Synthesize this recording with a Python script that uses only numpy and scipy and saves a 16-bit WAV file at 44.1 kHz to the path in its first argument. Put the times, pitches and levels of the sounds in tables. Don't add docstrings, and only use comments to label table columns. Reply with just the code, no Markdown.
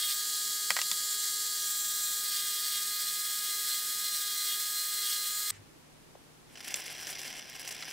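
import sys
import numpy as np
from scipy import signal
from scipy.fft import rfft, irfft
from scipy.io import wavfile
from scipy.ndimage import uniform_filter1d

SR = 44100
rng = np.random.default_rng(int(sys.argv[2]) if len(sys.argv) > 2 else 0)


def gain_from_db(level_db):
    decades = np.asarray(level_db, float) / 20
    return 10 ** decades


def generate_wav(signal):
    frames = np.transpose(np.atleast_2d(signal))
    scaled = np.clip(frames, -1, 1) * 32767
    pcm = np.round(scaled).astype(np.int16)
    wavfile.write(sys.argv[1], SR, pcm)


N = 349272
STEP = 64


def evened(x):
    return x / np.sqrt(np.mean(x ** 2) + 1e-20)


def read(points, hz):
    f, value = np.transpose(points)
    return np.interp(np.log(hz + 1), np.log(f + 1), value)


def curves(rows, outside=None):
    s, *columns = np.transpose(rows)
    return [np.interp(np.arange(N) / SR, s, c, outside, outside) for c in columns]


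def fine(x):
    return np.interp(np.arange(N) / STEP, np.arange(len(x)), x)


def slow(hz, count):
    steps = rng.standard_normal((count, N // STEP + 1))
    b, a = signal.butter(1, hz * 2 * STEP / SR)
    return evened(signal.filtfilt(b, a, steps, padtype="even"))


def hump(t, centre, length):
    return np.cos(np.pi * np.clip((t - centre) / length, -.5, .5)) ** 2


def swells(s, length, height):
    t = np.arange(N // STEP + 1)[:, None] * STEP / SR
    return fine((height * hump(t, s, length)).sum(axis=1))


def colour(x, points):
    return irfft(rfft(x) * gain_from_db(read(points, np.fft.rfftfreq(N, 1 / SR))), N)


def pair(points, same):
    a, b = rfft(rng.standard_normal((2, N)))
    hz = np.fft.rfftfreq(N, 1 / SR)
    same = np.clip(same + 0.48 / (1 + (hz / 55) ** 2), 0, 1)
    both = np.array([a, same * a + np.sqrt(1 - same ** 2) * b])
    return evened(irfft(both * gain_from_db(read(points, hz)), N))


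def resonate(x, hz, width):
    r = np.exp(-np.pi * width / SR)
    return signal.lfilter([1 - r, 0, r - 1], [1, -2 * r * np.cos(2 * np.pi * hz / SR), r * r], x)


def ring(modes, spread, pitch=1):
    t = np.arange(SR // 8) / SR
    x = np.zeros(len(t))
    for hz, db, t60 in modes:
        level = gain_from_db(db + spread * rng.standard_normal() - 60 * t / t60)
        x += level * np.sin(2 * np.pi * hz * pitch * rng.uniform(0.96, 1.01) * t)
    return x / abs(x).max()


def snap(hz, t60):
    puff = rng.standard_normal(SR // 16) * gain_from_db(-60 * np.arange(SR // 16) / SR / t60)
    puff = resonate(puff, hz, .5 * hz) + resonate(puff, 0.23 * hz, 0.077 * hz)
    puff = resonate(puff, 1.05 * hz, 2 * hz)
    return puff / abs(puff).max()


def add(mix, s, sound):
    part = mix[round(s * SR):][:len(sound)]
    part += sound[:len(part)]


def ports(x, side):
    smear = rng.standard_normal(2400) * np.exp(-np.arange(2400) / 500)
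    smeared = signal.oaconvolve(x, smear / np.linalg.norm(smear))[:N]
    return x + colour(smeared, side) * np.array([[1], [-1]])


def walls(x, t60):
    t = np.arange(SR // 4) / SR
    tail = rng.standard_normal((2, len(t))) * gain_from_db(-60 * t / t60) * (t > .002)
    return signal.fftconvolve(x[None], tail / np.linalg.norm(tail[0]), axes=1)[:, :N]


def hum(lines, width):
    t = np.arange(N) / SR
    out = 0
    for hz, db in lines:
        level = fine(gain_from_db(db + 4.5 + 2.0 * slow(width, count=1)[0]))
        out = out + level * np.sin(2 * np.pi * (hz * t + rng.random((2, 1)) * 0.43))
    return out


# time_s, speed_hz (turns a second)
SHAFT_SPEED = [(0, 409.3), (0.13, 409.7), (0.2, 412.1), (0.35, 413.0), (1.52, 413.1), (1.62, 411.4),
               (2.25, 411.4), (2.45, 409.6), (2.65, 410.9), (2.95, 412.3), (3.3, 413.3), (3.95, 413.5),
               (4.35, 410.2), (4.6, 413.3), (4.95, 412.5), (5.1, 411.1), (5.35, 413.8), (5.55, 414.6)]
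# centre_s, length_s, rattle_db, shank_ring_db, speed_sag_hz
BITES = [(0.041, 0.17, 7, 7, -1.5), (0.111, 0.087, 12, -4, 2), (2.366, 0.14, 8, -0.5, 2.5),
         (2.408, 0.063, 4, -1, 1), (2.53, 0.13, 6, -4, 1.36), (2.678, 0.16, 6, 4, -1.5),
         (2.765, 0.14, 6.5, 0, 3.5), (3.089, 0.097, 5, -11, 1.5), (3.475, 0.14, 8, 5, -0.36),
         (3.532, 0.15, -2, -3, 3), (3.743, 0.18, 6.5, -2, 2.5), (4.056, .1, 3, -1, -0.5),
         (4.161, 0.17, 3, -8, 2), (4.506, 0.18, 6.5, 10, 1.83), (5.053, 0.09, 5.5, 4, 2),
         (5.125, 0.18, 10, 5.5, 0.8), (5.267, 0.1, 3, 2, 2)]


def shaft():
    s, length, rattle_db, ring_db, sag_hz = np.transpose(BITES)
    speed = curves(SHAFT_SPEED)[0] - swells(s, length, sag_hz)
    turns = np.cumsum(speed) / SR + .0018 * fine(slow(35, count=1)[0])
    return speed, turns, swells(s, length, rattle_db), swells(s, length, ring_db)


# centre_s, level_db
SONGS = [(.1, -7), (3.09, -3), (3.18, 2), (3.54, 5), (3.73, 4), (4.07, 4), (4.18, -2), (4.29, 0.5),
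         (4.41, 4), (4.78, 7.5), (5.0, 3.5), (5.19, 3.5), (5.28, 0), (5.48, 3.5)]


def strain(speed, ring_db, working):
    free_hz, song_s, turn_away_s = 413, .13, 2.3
    s, db = np.transpose(SONGS)
    turned_s = np.maximum(np.arange(N) / SR - turn_away_s, 0)
    sag_hz = (free_hz - speed) * working
    return np.array([sag_hz, ring_db, swells(s, song_s, db), turned_s, working])[:, ::STEP]


# centre_s, length_s, order, level_db
ORDER_SWINGS = [(0.065, 0.09, 8, 5.0), (0.075, 0.06, 12, -12.5), (0.12, 0.06, 12, 6.0), (0.135, 0.45, 9, 4.2),
                (0.165, 0.06, 12, -14.0), (0.254, 0.45, 18, -5.2), (0.294, 0.06, 17, 11.0),
                (0.344, 0.45, 5, -10.7), (0.554, 0.3, 18, -7.4), (1.078, 0.45, 17, 5.9), (1.482, 0.3, 18, 4.9),
                (1.596, 0.3, 14, 8.7), (1.816, 0.09, 18, 7.2), (2.04, 0.06, 18, 11.0), (2.34, 0.12, 11, 3.0),
                (2.34, 0.45, 11, 8.4), (2.439, 0.09, 12, -10.6), (2.454, 0.45, 10, -7.0),
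                (2.464, 0.06, 11, -14.0), (2.5, 0.45, 8, 3.0), (2.619, 0.45, 11, 6.5), (2.679, 0.06, 20, -14.0),
                (2.769, 0.3, 10, -5.3), (2.779, 0.2, 12, -7.1), (2.78, 0.09, 8, 5.0), (2.928, 0.06, 12, -12.5),
                (2.968, 0.45, 11, 7.5), (3.003, 0.06, 10, -14.0), (3.128, 0.09, 10, -11.3),
                (3.263, 0.06, 10, -11.3), (3.357, 0.06, 11, 11.0), (3.497, 0.2, 12, -6.6),
                (3.512, 0.45, 10, -3.5), (3.642, 0.45, 18, -8.0), (3.712, 0.06, 14, -14.0),
                (3.761, 0.06, 10, -14.0), (4.141, 0.14, 14, 9.3), (4.156, 0.45, 11, 8.1),
                (4.215, 0.06, 10, -11.1), (4.27, 0.45, 9, 6.4), (4.335, 0.06, 11, 11.0), (4.395, 0.3, 7, -10.2),
                (4.41, 0.06, 11, 11.0), (4.425, 0.45, 12, -8.1), (4.739, 0.2, 10, -7.1), (4.754, 0.3, 5, -9.3),
                (5.078, 0.45, 11, 9.7), (5.138, 0.2, 12, -7.4), (5.358, 0.45, 17, 6.2), (5.433, 0.09, 14, -14.0)]


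def swings_db(order, count):
    t = np.arange(count) * STEP / SR
    db = np.zeros(count)
    for centre, length, caught, gain_db in ORDER_SWINGS:
        if caught == order:
            db += 1.1 * gain_db * hump(t, centre, length)
    return db


# order, running_free_db, hand_closing_db, working_db
ORDER_LEVELS = [(1, -67, -70, -69), (2, -73, -73, -75), (3, -52, -52, -51), (4, -54, -53, -54),
                (5, -62, -75, -59), (6, -68, -65, -62), (7, -59, -62, -58), (8, -49, -49, -48),
                (9, -57, -53, -53), (10, -47, -47, -46), (11, -47, -56, -53), (12, -50, -55, -53),
                (13, -56, -75, -58), (14, -61, -50.5, -55), (15, -52, -51, -58), (16, -54, -55, -58),
                (17, -52, -51, -53), (18, -50, -48, -58), (19, -51, -53, -57), (20, -62, -57, -61),
                (21, -61, -61, -61), (22, -60, -58, -62), (23, -55, -61, -64), (25, -59, -63, -72),
                (30, -61, -58, -62), (33, -55, -58, -61), (34, -57, -58, -58), (35, -60, -54, -56),
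                (36, -56, -49, -52)]
# order, sag_db_per_hz, ring_share, song_share, turning_db_per_s, working_db
ORDER_ANSWERS = [(5, 0.3, 0.24, 1.47, 0, 1.5), (7, 1.7, 0.74, 0, 1, -6), (8, .5, 0.99, 0.067, -0.36, -1.3),
                 (9, 2, 1, 0, -2, -3), (10, 0.4, -0.72, 1.4, 0.2, -2), (11, -0.5, 0.99, 0.69, -3.5, 1.5),
                 (12, 1.2, 0.024, 0.33, -0.5, 1), (14, 1, 0.33, 0.85, 0, -1.5)]


def whine(turns, grip, working, effort):
    grip, working = grip[::STEP], working[::STEP]
    levels = {round(row[0]): row[1:] for row in ORDER_LEVELS}
    answers = {round(row[0]): row[1:] for row in ORDER_ANSWERS}
    out, wander = np.zeros(N), slow(14, count=38)[:, :len(grip)]
    wander[4] = wander[9]
    wave, spin = 1, np.exp(2j * np.pi * turns)
    for order, w in enumerate(wander, 1):
        loose_db = .5 if order == 3 else 1.3 + .3 * working
        db = np.interp(grip, np.arange(3), levels[order]) if order in levels else -73
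        db = db + loose_db * w + 0.042 * order + swings_db(order, len(grip))
        if order in answers:
            db = db + np.dot(answers[order], effort) + 0.17
        wave = wave * spin
        out += np.sqrt(2) * fine(gain_from_db(db)) * (wave * np.exp(2j * np.pi * rng.random())).imag
    return out


# pitch_hz, level_db (per Hz)
OPEN_HISS = [(500, -28.5), (1050, -28), (1450, -11), (1850, -4.5), (2300, -13), (2650, -15), (2900, -10.5),
             (3100, -5), (3800, 1.5), (5500, 1.5), (6200, 0), (7300, 1), (8800, 3), (10500, -1.5),
             (13500, -1), (15700, -4)]
# pitch_hz, level_db (per Hz)
SHADED_HISS = [(1000, -26), (1450, -8), (1850, -2), (2300, -10.5), (2620, -12.5), (2900, -9), (3100, -5.5),
               (3600, 2), (5300, 3), (6100, 0.5), (8100, 4), (10300, 0), (11600, 4), (13100, -2),
               (14700, 2.5), (15700, -0.5)]


def air_hiss(turns, grip, working):
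    flutter = 1 + 0.15 * np.cos(2 * np.pi * turns)
    white = rng.standard_normal(N) * flutter * gain_from_db(0.77 * fine(slow(26, count=1)[0]))
    shaded = uniform_filter1d(np.clip(grip, 0, 1), size=4000)
    hiss = (1 - shaded) * evened(colour(white, OPEN_HISS))
    hiss += shaded * gain_from_db(0.46) * evened(colour(white, SHADED_HISS))
    housing = 1.3 * resonate(white, 7450, 500) * (1 - working)
    housing += .9 * resonate(white, 8150, 500) * shaded
    return hiss + housing


# pitch_hz, width_hz, level_db
PART_TONES = [(2140, 92, -1), (3490, 850, 3.5), (4270, 520, 5.5), (4670, 1400, -8)]


def part_rattle(turns):
    grinding = 0.85 * rng.standard_normal(N) * np.exp(-(turns % 1) / 0.43)
    blows = 3.3 * np.diff(np.floor(turns), prepend=0)
    knocks = (grinding + blows) * gain_from_db(2.0 * fine(slow(55, count=1)[0]))
    return evened(sum(gain_from_db(db) * resonate(resonate(knocks, hz, w), hz, w) for hz, w, db in PART_TONES))


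# time_s, grip (0 free, 1 hand closing in, 2 working)
GRIP = [
    (0, 2),
    (.13, 2),
    (.16, 0),
    (1.56, 0),
    (1.72, 1),
    (2.17, 1),
    (2.25, 2),
    (5.6, 2),
]


def tool():
    speed, turns, force_db, ring_db = shaft()
    grip = curves(GRIP)[0]
    working = np.clip(grip - 1, 0, 1)
    out = whine(turns, grip, working, strain(speed, ring_db, working))
    out += gain_from_db(-35 + 0.22 * force_db) * air_hiss(turns, grip, working)
    return out + working * gain_from_db(-47.5 + force_db) * part_rattle(turns)


# pitch_hz, side_level_db
TOOL_SIDES = [(300, -21), (1500, -27), (2600, -23), (4500, -19.5), (8000, -18), (10500, -21.5),
              (13000, -8.5), (15500, -4.5)]


def heard_at_tool(x):
    return ports(x, TOOL_SIDES)


# pitch_hz, level_db (per Hz)
TOOL_ROOM = [(12, -59), (30, -20), (50, -9), (145, -9.5), (199, -6.5), (352, -7), (460, -2), (813, -3.5),
             (900, -5.5), (1100, 0), (1430, -52), (2420, -120)]
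# pitch_hz, level_db
TOOL_HUM = [(102.3, -86), (199.2, -74.5), (301.5, -78.5)]


def tool_room():
    return gain_from_db(-65.5) * pair(TOOL_ROOM, 0.066) + hum(TOOL_HUM, 19.0)


# start_s, peak_db, knock_db, thud_db, ring_pitch (factor)
BOUNCES = [
    (0.7039, -9, -21, -54, 1.04),
    (0.7649, -16.5, -22.5, -71.5, 1),
    (0.7878, -16, -27.5, -66, 0.76),
    (0.8145, -12.5, -36, -74, 0.91),
    (0.9134, -10.5, -36, -55.5, 1.14),
]
# pitch_hz, level_db, t60_s
BENCH_TONES = [(560, -6.5, 0.046), (806, -3, 0.049), (1088, 5.5, 0.023), (1268, 8, 0.033), (1590, -12, .05),
               (1965, 8, 0.045), (2060, -5, 0.043)]
# pitch_hz, level_db, t60_s
LOOSE_PART_TONES = [(2750, -10, .02), (3110, 2, 0.023), (4280, 3, 0.016), (5000, -0.5, 0.01),
                    (5400, -8, 0.011), (6700, -1, 0.01), (9700, 1, 0.0098)]


def bounces():
    out, thuds = np.zeros((2, N))
    t = np.arange(SR // 8) / SR
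    bright = signal.butter(4, 2500, "high", fs=SR, output="sos")
    for s, peak_db, knock_db, thud_db, pitch in BOUNCES:
        scatter, crack = rng.standard_normal((2, len(t)))
        scatter = resonate(scatter, 1630, 1500) * gain_from_db(-60 * t / 0.066)
        add(out, s + 0.00098, gain_from_db(knock_db + 5.5) * (ring(BENCH_TONES, 0.78) + 0.94 * scatter))
        crack = resonate(resonate(crack, 4600, 5200), 4800, 6000) * gain_from_db(-60 * t / 0.011)
        metal = ring(LOOSE_PART_TONES, 1.1, pitch) + 0.57 * crack
        add(out, s + 0.00107, gain_from_db(peak_db - 1.0) * signal.sosfilt(bright, metal))
        thud = gain_from_db(thud_db + 4.5 - 60 * t / 0.16) * np.sin(2 * np.pi * 190 * t)
        add(thuds, s, thud * np.minimum(t / 0.0037, 1))
    small_strikes(out)
    return signal.sosfilt(signal.butter(6, 520, "high", fs=SR, output="sos"), out) + thuds


# start_s, peak_db, pitch_hz, t60_s
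STRIKES = [
    (5.5035, -20, 7500, 0.0058),
    (5.5035, -31, 1600, 0.014),
    (.8225, -30, 4200, .008),
    (0.92, -33, 3800, .008),
    (.937, -32, 3000, .008),
]


def small_strikes(out):
    t = np.arange(SR // 8) / SR
    for s, peak_db, hz, t60 in STRIKES:
        add(out, s, gain_from_db(peak_db) * snap(hz, t60))
    add(out, STRIKES[0][0], gain_from_db(-24 - 60 * t / 0.036) * np.sin(2 * np.pi * 8300 * t))


# pitch_hz, level_db (per Hz)
QUIET_ROOM = [(12, -41), (20, -13), (150, -13.5), (210, -9.5), (357, -11), (399, -12), (542, -15.5),
              (1000, -18), (1440, -20.5), (10500, -28.5), (16000, -37.5)]
# pitch_hz, level_db
QUIET_HUM = [(48.4, -83), (113.0, -74), (150.7, -69.5), (253.0, -76), (349.9, -80.5)]


def quiet_room():
    return gain_from_db(-57) * pair(QUIET_ROOM, 0.015) + hum(QUIET_HUM, 6.1)


# time_s, cloth_db, thud_db
RUSTLE = [
    (5.515, -58, -62),
    (5.519, -56, -54.5),
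    (5.569, -55.5, -59.5),
    (5.603, -77, -52),
    (5.68, -81, -75),
]


def settling():
    cloth_db, thud_db = curves(RUSTLE, -120)
    cloth = pair([(600, -29.0), (1800, 8), (4000, -4.0), (8000, -2.0), (12000, -22)], 0.48)
    return gain_from_db(cloth_db) * cloth + gain_from_db(thud_db + 0.5) * np.sin(2 * np.pi * 100 * np.arange(N) / SR)


# start_s, peak_db, fizz_db, t60_s
SLIPS = [(6.555, -23, -24, 0.062), (6.573, -24, -21, 0.066), (6.605, -20.5, -17, 0.043),
         (6.628, -31, -16, 0.064), (6.645, -23, -16, 0.07), (6.6756, -21, -13, 0.023),
         (6.6844, -38, -12, 0.034), (6.7047, -39, 0, 0.084), (6.582, -31, -17, .03),
         (6.593, -28, -15, 0.028), (6.755, -23.5, -3, 0.07), (6.7844, -26.5, -15, 0.15),
         (6.86, -20, -6.5, 0.026), (6.8992, -27, -13, 0.088), (6.9496, -30, -19, 0.062),
         (6.999, -30, -8, 0.16), (7.0688, -25, -11, 0.17), (7.0994, -35, -2, 0.07), (7.1844, -32, -7, 0.17),
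         (7.2524, -26.5, -12, 0.19), (7.3786, -38, -12, 0.061), (7.4924, -36, -15, 0.07),
         (7.5502, -26, -22, 0.072), (7.5958, -26.5, -10, 0.055), (7.6445, -32, -15, 0.12),
         (7.677, -28, -15, 0.081), (7.7077, -23, -11, 0.066), (7.7494, -39, -19, 0.044),
         (7.879, -36, -16, 0.07)]


def slips(low, high):
    t = np.arange(SR // 16) / SR
    for s, peak_db, fizz_db, t60 in SLIPS:
        add(low, s, gain_from_db(peak_db - 22.0 - 60 * t / t60) + gain_from_db(peak_db - 30 - 60 * t / 0.0068))
        add(high, s, (1 - np.exp(-t / 0.0029)) * gain_from_db(peak_db + fizz_db - 5.5 - 60 * t / (1.1 * t60)))


# release_s, build_up_s, level_db
DRAGS = [(6.55, 0.086, -59), (6.69, .04, -47), (6.81, 0.034, -47), (6.88, .03, -52), (6.932, 0.036, -48),
         (7.12, .05, -47), (7.24, .05, -56), (7.39, .02, -50), (7.5, 0.015, -55), (7.565, 0.035, -53),
         (7.62, .03, -47), (7.70, 0.048, -45), (7.728, .02, -45), (7.754, .02, -48), (7.82, 0.025, -52),
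         (7.915, .04, -50)]


def drags(low, high):
    for s, build, db in DRAGS:
        rise = np.arange(0, build, 1 / SR) / build
        left_s = (1 - rise) * build
        add(high, s - build, gain_from_db(db) * rise ** 1.5 * np.minimum(left_s / 0.0022, 1))
        add(low, s - build, gain_from_db(db - 9) * rise ** 0.67 * np.minimum(left_s / 0.0037, 1))


# start_s, peak_db, pitch_hz
SPITS = [(6.5542, -46, 5310), (6.5727, -38, 5920), (6.6041, -34, 5420), (6.627, -41, 5060),
         (6.643, -33, 5770), (6.6849, -30, 6050), (6.7054, -35, 5070), (6.741, -12, 6000),
         (6.8026, -36, 5710), (6.857, -34, 5120), (6.864, -29, 5220), (6.8914, -38, 5840),
         (6.9224, -38, 5710), (6.9493, -40, 5080), (6.9723, -40, 5750), (6.9927, -33, 5390),
         (7.0316, -32, 5840), (7.069, -25, 5710), (7.1279, -31, 5890), (7.1533, -30, 5010),
         (7.1908, -31, 5490), (7.2157, -27, 5190), (7.2446, -35, 5750), (7.2786, -29, 5000),
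         (7.3399, -39, 5930), (7.378, -34, 5060), (7.4487, -45, 5730), (7.4976, -36, 5790),
         (7.4976, -36, 10900), (7.522, -42, 5400), (7.5465, -38, 5080), (7.595, -33, 5390),
         (7.6577, -36, 5440), (7.6885, -29, 5410), (7.7116, -32, 5740), (7.7245, -29, 5730),
         (7.749, -39, 6000), (7.7974, -39, 5870), (7.8473, -42, 5370), (7.8812, -40, 5380),
         (7.9031, -32, 5920)]
# start_s, peak_db, pitch_hz, t60_s
SNAPS = [
    (6.15, -41, 490, .03),
    (6.7405, -19, 5600, .018),
    (6.7405, -20, 2600, .02),
    (7.6765, -30, 5700, .015),
    (7.8235, -26, 4200, .025),
    (7.8275, -31, 3000, .02),
    (7.8235, -30, 1350, .05),
]


def spits(out):
    for s, peak_db, hz in SPITS:
        tick = gain_from_db(peak_db - 1.5) * snap(hz, 0.011) + gain_from_db(peak_db - 10) * snap(0.5 * hz, 0.011)
        add(out, s + 0.00081, tick)
    for s, peak_db, hz, t60 in SNAPS:
        add(out, s + 0.001199, gain_from_db(peak_db) * snap(hz, t60))


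# time_s, pressure_db
PRESSURE = [(6.4, -82), (6.53, -65), (6.56, -67), (6.7, -42), (6.8, -45.5), (7.1, -44), (7.38, -44),
            (7.43, -49), (7.7, -46), (7.92, -44.5)]
# pitch_hz, level_db (per Hz)
SCRATCH_BODY = [(150, -35), (250, -5), (509, -5.5), (769, 0), (926, -10), (1010, -3), (1180, -12.5),
                (1660, 2), (1970, 1), (3190, 2), (3680, -8), (5810, 2), (6600, -18), (7500, -11),
                (9750, -30), (16500, -120)]
# pitch_hz, level_db (per Hz)
SCRATCH_FIZZ = [(5000, -18), (6500, -7), (7800, 0.5), (9000, -4.5), (10800, 1), (11700, -8), (12500, -2.5),
                (14000, -9), (15700, -8)]


def rubbing():
    pressure_db = curves(PRESSURE)[0]
    fizz_db = -8 + 0.35 * (pressure_db + 44.5)
    on = np.clip((np.arange(N) / SR - PRESSURE[0][0]) / .08, 0, 1)
    small = (rng.random(N) < 260 / SR) * gain_from_db(1.1 * np.minimum(rng.exponential(1, N), 3))
    clumps = .5 + signal.lfilter([1], [1, -np.exp(-1 / (0.00043 * SR))], small)
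    clumps /= uniform_filter1d(clumps, size=1500)
    grit = rng.standard_normal((2, N)) * gain_from_db(2.0 * rng.standard_normal(N))
    low = on * gain_from_db(pressure_db - 0.5) * clumps ** 1.03
    high = on * gain_from_db(pressure_db + fizz_db - 2.0) * clumps ** 1.67
    slips(low, high)
    drags(low, high)
    out = np.zeros(N)
    for g, level, spectrum in zip(grit, (low, high), (SCRATCH_BODY, SCRATCH_FIZZ)):
        out += colour(g * level, spectrum) / colour(g, spectrum).std()
    spits(out)
    return out


# pitch_hz, width_hz, level_db
TRAY_TONES = [(2135, 31, 2.5), (2760, 63, -5), (3190, 61, -7), (3500, 18, 13), (3920, 69, 5),
              (4510, 83, -17), (5050, 180, 0), (5700, 45, -8), (5950, 300, -3.5)]


def with_tray(rub):
    return rub + 0.79 * sum(gain_from_db(db) * resonate(rub, hz, w) for hz, w, db in TRAY_TONES)


# pitch_hz, side_level_db
TRAY_SIDES = [(300, -0.5), (1500, -11.5), (3000, -54), (4500, -12), (5500, -27), (7000, 0), (9000, -14),
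              (11000, -15)]


def heard_at_tray(x):
    return ports(x, TRAY_SIDES)


def scene():
    change_s = 5.509
    first = np.clip((change_s - np.arange(N) / SR) / 0.0044 + .5, 0, 1)
    near, hits = tool(), bounces()
    before = heard_at_tool(near + hits) + gain_from_db(-15) * walls(hits, 0.024) + tool_room()
    after = gain_from_db(-2.5) * heard_at_tray(with_tray(rubbing())) + settling() + quiet_room()
    return first * before + np.sqrt(1 - first ** 2) * after


def low_pass(x):
    return signal.sosfilt(signal.butter(12, 17090, fs=SR, output="sos"), x)


def record(dry):
    power_db = 10 * np.log10(uniform_filter1d(dry.mean(0) ** 2, size=200) + 1e-12)
    fall = np.arange(N) * 53.0 / SR
    over_db = np.maximum(np.maximum.accumulate(power_db + fall) - fall + 28.0, 0)
    ducked = dry / gain_from_db(0.22 * uniform_filter1d(over_db, size=300, origin=149))
    edge = signal.firwin(767, 15760, window=("kaiser", 9), fs=SR)
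    return low_pass(signal.oaconvolve(ducked, edge[None], "same"))


dry = scene()
out = record(dry)
generate_wav(out)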